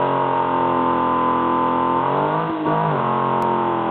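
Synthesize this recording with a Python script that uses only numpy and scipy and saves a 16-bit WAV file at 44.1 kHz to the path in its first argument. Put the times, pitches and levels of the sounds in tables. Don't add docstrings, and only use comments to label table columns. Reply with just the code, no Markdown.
import sys
import numpy as np
from scipy import signal
from scipy.fft import rfft, irfft
from scipy.io import wavfile
from scipy.ndimage import uniform_filter1d

SR = 44100
rng = np.random.default_rng(int(sys.argv[2]) if len(sys.argv) > 2 else 0)


def store_pcm(level_fs):
    pcm = np.round(np.clip(level_fs, -1, 1) * 32767).astype(np.int16)
    wavfile.write(sys.argv[1], SR, np.atleast_2d(pcm).T)


N = 171990
T = np.arange(N) / SR


def from_db(db):
    return 10 ** (np.asarray(db) / 20)


def unit_rms(x):
    return x / np.sqrt(np.mean(x ** 2) + 1e-20)


def automation(rows):
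    times, *columns = np.transpose(rows)
    return [np.interp(T, times, column) for column in columns]


def level_at(spectrum, hz):
    points_hz, db = np.transpose(spectrum)
    return np.interp(np.log(hz), np.log(points_hz), db)


def drift(rate_hz):
    hop, settle = 40, 2000
    pole = np.exp(-2 * np.pi * hop * rate_hz / SR)
    white = rng.standard_normal(N // hop + settle + 2)
    slow = signal.lfilter([1], [1, -2 * pole, pole * pole], white)[settle:]
    return np.interp(np.arange(N) / hop, np.arange(len(slow)), unit_rms(slow))


def noise(spectrum):
    hz = np.arange(N // 2 + 1) * SR / N + 1e-3
    skirts = np.minimum(1, np.minimum(hz / spectrum[0][0], spectrum[-1][0] / hz)) ** 6
    return unit_rms(irfft(rfft(rng.standard_normal(N)) * from_db(level_at(spectrum, hz)) * skirts, N))


LOW_REVS_HZ, MID_REVS_HZ, HIGH_REVS_HZ = 42.25, 44.54, 51.5
def flare(speed):
    return np.interp(speed, [LOW_REVS_HZ, HIGH_REVS_HZ], [0, 1])


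# (frequency [Hz], relative level [dB])
RUMBLE_EQ = [(20, -2.5), (45, 2.5), (100, -5), (300, -10.5), (1000, -21)]
def rumble(level_db=-66):
    return from_db(level_db) * noise(RUMBLE_EQ)


# (delay [s], level [dB])
ECHO_TAPS = [(.058, -20), (.104, -18), (.163, -21)]
def echoes(car, cutoff_hz=1600):
    dull = signal.sosfilt(signal.butter(1, cutoff_hz, fs=SR, output="sos"), car)
    return sum(from_db(db) * np.interp(T - delay, T, dull, left=0) for delay, db in ECHO_TAPS)


def tick(at_s=3.424, peak_db=-14, decay_s=.0003):
    return from_db(peak_db) * (T >= at_s) * np.exp(-abs(T - at_s) / decay_s)


# (centre [Hz], width [Hz], starting level [dB])
WHINE_BANDS = [(1588, 60, -45), (1950, 90, -52), (2780, 130, -48)]
def tyre_whine(fade_db_per_s=5.0, wander=.015):
    clock = np.cumsum(1 + wander * drift(2)) / SR
    bands = 0
    for hz, width, db in WHINE_BANDS:
        envelope = drift(width / 2) + 1j * drift(width / 2)
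        bands += from_db(db) * np.real(envelope * np.exp(2j * np.pi * hz * clock))
    return bands * from_db(-fade_db_per_s * T)


# (frequency [Hz], relative level [dB])
HISS_EQ = [(1000, -38), (1700, -9.5), (1790, -2.5), (1980, 0), (2280, -10), (2540, -8.5), (2810, -0.5),
           (3040, -8), (3330, -4), (3790, -11.5), (4270, -27.5), (4500, -41), (5850, -68), (9900, -120)]
# (time [s], level [dB])
HISS_FADER = [(0.0, -46), (0.02, -37), (0.24, -42.5), (0.71, -41), (1.52, -43), (1.64, -41.5),
              (2.03, -43.5), (2.12, -38.5), (2.31, -38.5), (3.9, -43.5)]
def tyre_hiss(cycles, trim_db=-5.5, throb_depth=.3):
    fader_db, = automation(HISS_FADER)
    throb = 1 + throb_depth * np.sin(2 * np.pi * 3 * cycles)
    return from_db(trim_db + fader_db) * unit_rms(noise(HISS_EQ) * throb)


# (frequency [Hz], relative level [dB])
CHUFF_EQ = [(50, -13), (100, -2), (300, 7.5), (900, 0), (1500, -19.5), (4000, -31.5)]
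# (time [s], level [dB], half-width [s])
CHUFF_CUES = [(2.503, -27, 0.018), (2.673, -23, 0.014), (3.429, -23, .006)]
def chuffs():
    envelope = sum(from_db(db) * np.exp(-((T - at) / width) ** 2) for at, db, width in CHUFF_CUES)
    return noise(CHUFF_EQ) * envelope


# (frequency [Hz], relative level [dB])
RASP_EQ = [(60, -22), (110, -15), (200, -6), (400, -2), (700, -6), (950, 3.5), (1150, 2.5), (1300, -5),
           (1500, -1.5), (1750, -20.5), (2500, -17.5), (4000, -42.5)]
def gas_rasp(speed, roar, load_db, base_db=-35.5, load_follow=.4, flare_db=5, pulse_depth=.8):
    swell = abs(signal.hilbert(roar))
    pulses = swell / uniform_filter1d(swell, size=2000)
    gas = unit_rms(noise(RASP_EQ) * (1 + pulse_depth * (pulses - 1)))
    return from_db(base_db + load_follow * load_db + flare_db * flare(speed)) * gas


# (frequency [Hz], level [dB])
BUZZ_EQ = [(1400, -42.5), (1600, -47.5), (1780, -58), (1950, -52), (2300, -58.5), (2800, -55.5),
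           (3400, -60), (4200, -83.5)]
def exhaust_buzz(speed, cycles, load_db):
    buzz = sum(from_db(level_at(BUZZ_EQ, k * speed)) * np.sin(2 * np.pi * (k * cycles + rng.random()))
               for k in range(35, 86))
    return from_db(load_db / 2) * buzz


# (order, relative level [dB])
LOW_REV_TONE = [(1, -34.5), (2, -20.5), (3, -16), (4, -12.5), (5, -14), (6, -4), (7, -8), (8, -1), (9, -18),
                (10, -12), (11, -8.5), (12, -5.5), (13, -14), (14, -11.5), (15, -16.5), (16, -15),
                (17, -20.5), (18, -18), (19, -14.5), (20, -12.5), (21, 0), (22, -8), (23, -10.5), (24, -1),
                (25, -22), (26, -11), (27, -15), (28, -8), (29, -15), (30, -24), (31, -16.5), (32, -20.5),
                (33, -30), (34, -19)]
MID_REV_TONE = [(1, -38.5), (2, -26), (3, -12), (4, -15.5), (5, -20.5), (6, -9), (7, -16), (8, -10.5),
                (9, -13), (10, -4), (11, -10), (12, -10), (13, -6), (14, -5), (15, -22), (16, -15.5),
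                (17, -24), (18, -11.5), (19, -6.5), (20, -7.5), (21, 1.5), (22, -20), (23, -9), (24, -4),
                (25, -10.5), (26, -17.5), (27, -14.5), (28, -14), (29, -22.5), (30, -24.5), (31, -28.5),
                (32, -17.5), (33, -22), (34, -22.5)]
HIGH_REV_TONE = [(1, -39.5), (2, -22), (3, 0), (4, -9), (5, -8), (6, -6), (7, -11), (8, -2), (9, 1),
                 (10, -10), (11, -14.5), (12, -2.5), (13, 0), (14, -9.5), (15, -17), (16, -1.5), (17, -6.5),
                 (18, -0.5), (19, -5.5), (20, -14.5), (21, -17), (22, -4.5), (23, -16.5), (24, -17),
                 (25, -24), (26, -19.5), (27, -23.5), (28, -13.5), (29, -19.5), (30, -27.5), (31, -20),
                 (32, -34.5), (33, -38.5), (34, -33.5)]
ROLLING_TONE = [(1, -38), (2, -24.5), (3, -9), (4, -16), (5, -6.5), (6, -13), (7, -15.5), (8, -2.5),
                (9, -12), (10, -9.5), (11, -12.5), (12, -15), (13, -11), (14, -10), (15, -14.5),
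                (16, -10.5), (17, -18.5), (18, -13), (19, -4.5), (20, -11.5), (21, 1.5), (22, -9),
                (23, -10.5), (24, -2), (25, -13), (26, -12.5), (27, -13.5), (28, -18), (29, -12.5),
                (30, -24), (31, -16), (32, -23), (33, -26.5), (34, -19.5)]
def pipe_tone(speed, turn_s=(2.88, 3.0)):
    *rev_tones, from_behind = [from_db(np.interp(np.arange(1, 35), *np.transpose(tone)))
                               for tone in (LOW_REV_TONE, MID_REV_TONE, HIGH_REV_TONE, ROLLING_TONE)]
    shares = np.array([np.interp(speed, [LOW_REVS_HZ, MID_REVS_HZ, HIGH_REVS_HZ], w) for w in np.eye(3)])
    turned = np.interp(T, turn_s, [0, 1])
    return np.transpose(rev_tones) @ shares * (1 - turned) + from_behind[:, None] * turned


# (time [s], unused cycle rate [Hz], boom [dB], low drone [dB], high drone [dB])
BOOM_AND_DRONES = [(0.0, 46.2, -29.5, -30, -31), (0.34, 44.3, -38, -33.5, -36),
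                   (0.66, 43.2, -35.5, -29, -28.5), (1.12, 42.4, -41.5, -27.5, -30.5),
                   (1.44, 42.2, -40.5, -26, -28), (1.98, 43.0, -38.5, -29, -30),
                   (2.06, 45.3, -34, -39.5, -33), (2.13, 46.8, -30.5, -31, -29),
                   (2.35, 52.3, -27, -26.5, -33), (2.4, 53.7, -27.5, -31.5, -47.5),
                   (2.45, 54.3, -26.5, -30.5, -35.5), (2.53, 53.6, -42, -28.5, -45),
                   (2.65, 51.2, -42.5, -24.5, -41), (2.69, 51.9, -28, -24, -32.5),
                   (2.77, 52.6, -28, -35.5, -48.5), (2.85, 53.6, -27, -43.5, -32.5),
                   (2.89, 52.3, -26, -39, -39.5), (2.95, 47.6, -31, -32.5, -27),
                   (2.99, 44.9, -29, -42.5, -36.5), (3.01, 44.2, -34.5, -41.5, -31),
                   (3.2, 44.8, -32.5, -40.5, -35), (3.54, 44.2, -34.5, -36, -26.5),
                   (3.81, 42.0, -36.5, -40.5, -26.5), (3.9, 41.1, -44, -34, -28)]
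# (time [s], unused cycle rate [Hz], lower level [dB], upper level [dB])
BARK_WHINES = [(0.0, 46.1, -23, -39), (0.02, 46.0, -21, -49), (0.11, 45.6, -25.5, -30),
               (0.44, 43.8, -22.5, -31.5), (0.95, 42.6, -25.5, -25.5), (1.39, 42.2, -28.5, -22.5),
               (1.97, 43.0, -23, -24.5), (2.26, 50.0, -27.5, -44), (2.44, 54.3, -42.5, -39),
               (2.64, 51.6, -45, -65.5), (2.68, 51.8, -42.5, -43), (2.87, 53.5, -47.5, -44),
               (2.92, 50.0, -29, -42), (3.0, 44.1, -32.5, -28.5), (3.11, 44.8, -27.5, -23.5),
               (3.45, 44.4, -24, -31.5), (3.61, 43.8, -24, -29), (3.9, 41.1, -34.5, -28.5)]
def order_mix(speed, growl_db, bark_db):
    growl, bark = np.split(pipe_tone(speed), [17])
    growl = growl * from_db(growl_db) / np.linalg.norm(growl[8:], axis=0)
    bark[[21 - 18, 24 - 18]] = 0
    bark_trim_db = np.interp(flare(speed) ** 2, [0, 1], [-5, -1])
    bark = bark * from_db(bark_db + bark_trim_db) / np.linalg.norm(bark, axis=0)
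    gains = np.vstack([growl, bark])
    leads = np.array([3, 6, 8, 21, 24])
    gains[leads - 1] = from_db(automation(BOOM_AND_DRONES)[1:] + automation(BARK_WHINES)[1:])
    return gains


def ring_lags(gains):
    nepers = np.log(np.r_[gains[0], gains] + 1e-9)
    mirrored = np.r_[nepers, nepers[-2:0:-1]]
    return np.imag(signal.hilbert(mirrored))[1:len(nepers)] / (2 * np.pi)


def exhaust_roar(speed, cycles, gains, flutter_hz=5.5, ragged_hz=35, ragged_db=2.5):
    rev_change = uniform_filter1d(abs(np.gradient(speed)) * SR, size=5000)
    strain = np.minimum(1, rev_change / 45)
    flutter_db = 1 + flare(speed)
    roar = 0
    for k, (gain, ring) in enumerate(zip(gains, ring_lags(gains.mean(axis=1))), 1):
        lag = ring + .01 * k * k / 2 + .86 * rng.random()
        wobble_db = flutter_db * drift(flutter_hz) + ragged_db * strain * min(1, k / 10) * drift(ragged_hz)
        roar += gain * from_db(wobble_db) * np.sin(2 * np.pi * (k * cycles - lag))
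    return np.sqrt(2) * roar


# (time [s], full firing cycle rate [Hz])
REVS = [(0, 46.3), (.06, 45.9), (.28, 44.6), (.51, 43.6), (1.01, 42.5), (1.44, 42.2), (1.98, 43.0),
        (2.1, 46.1), (2.4, 53.7), (2.48, 54.2), (2.54, 53.4), (2.64, 51.3), (2.86, 53.6), (2.93, 49.3),
        (3.0, 44.3), (3.07, 44.6), (3.26, 44.8), (3.37, 44.2), (3.44, 44.4), (3.59, 43.9), (3.9, 41.2)]
# (time [s], growl level [dB], bark level [dB])
ENGINE_FADERS = [(0.0, -23.5, -21), (0.48, -27.5, -20.5), (0.69, -26.5, -21.5), (1.4, -28, -20.5),
                 (1.98, -27, -22.5), (1.99, -27.5, -23.5), (2.04, -27.5, -19), (2.11, -25, -22.5),
                 (2.2, -23, -22), (2.4, -25, -24), (2.52, -32.5, -30), (2.61, -30, -33.5), (2.63, -31, -43),
                 (2.66, -31.5, -24.5), (2.68, -26.5, -23.5), (2.73, -20.5, -22.5), (2.85, -24, -25),
                 (2.9, -24.5, -21.5), (2.93, -23.5, -24.5), (3.01, -27, -19.5), (3.46, -26, -22.5),
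                 (3.63, -28.5, -21.5), (3.86, -29.5, -21.5), (3.9, -27, -21)]
def scene(jitter_s=.000025, waver_s=.00012):
    speed, = automation(REVS)
    growl_db, bark_db = automation(ENGINE_FADERS)
    load_db = bark_db - np.median(bark_db)
    jitter = jitter_s * drift(rate_hz=50)
    waver = waver_s * flare(speed) * drift(rate_hz=14)
    cycles = np.cumsum(speed) / SR + speed * (jitter + waver)
    roar = exhaust_roar(speed, cycles, order_mix(speed, growl_db, bark_db))
    engine = roar + exhaust_buzz(speed, cycles, load_db) + gas_rasp(speed, roar, load_db) + chuffs()
    car = engine + tyre_hiss(cycles) + tyre_whine()
    return (car + echoes(car) + rumble())[None]


def record(dry, mic_top_hz=4400, master_top_hz=16000):
    mic = signal.ellip(10, .2, 80, mic_top_hz, fs=SR, output="sos")
    master = signal.ellip(10, .2, 80, master_top_hz, fs=SR, output="sos")
    return signal.sosfilt(master, signal.sosfilt(mic, dry) + tick())


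dry = scene()
out = record(dry)
store_pcm(out)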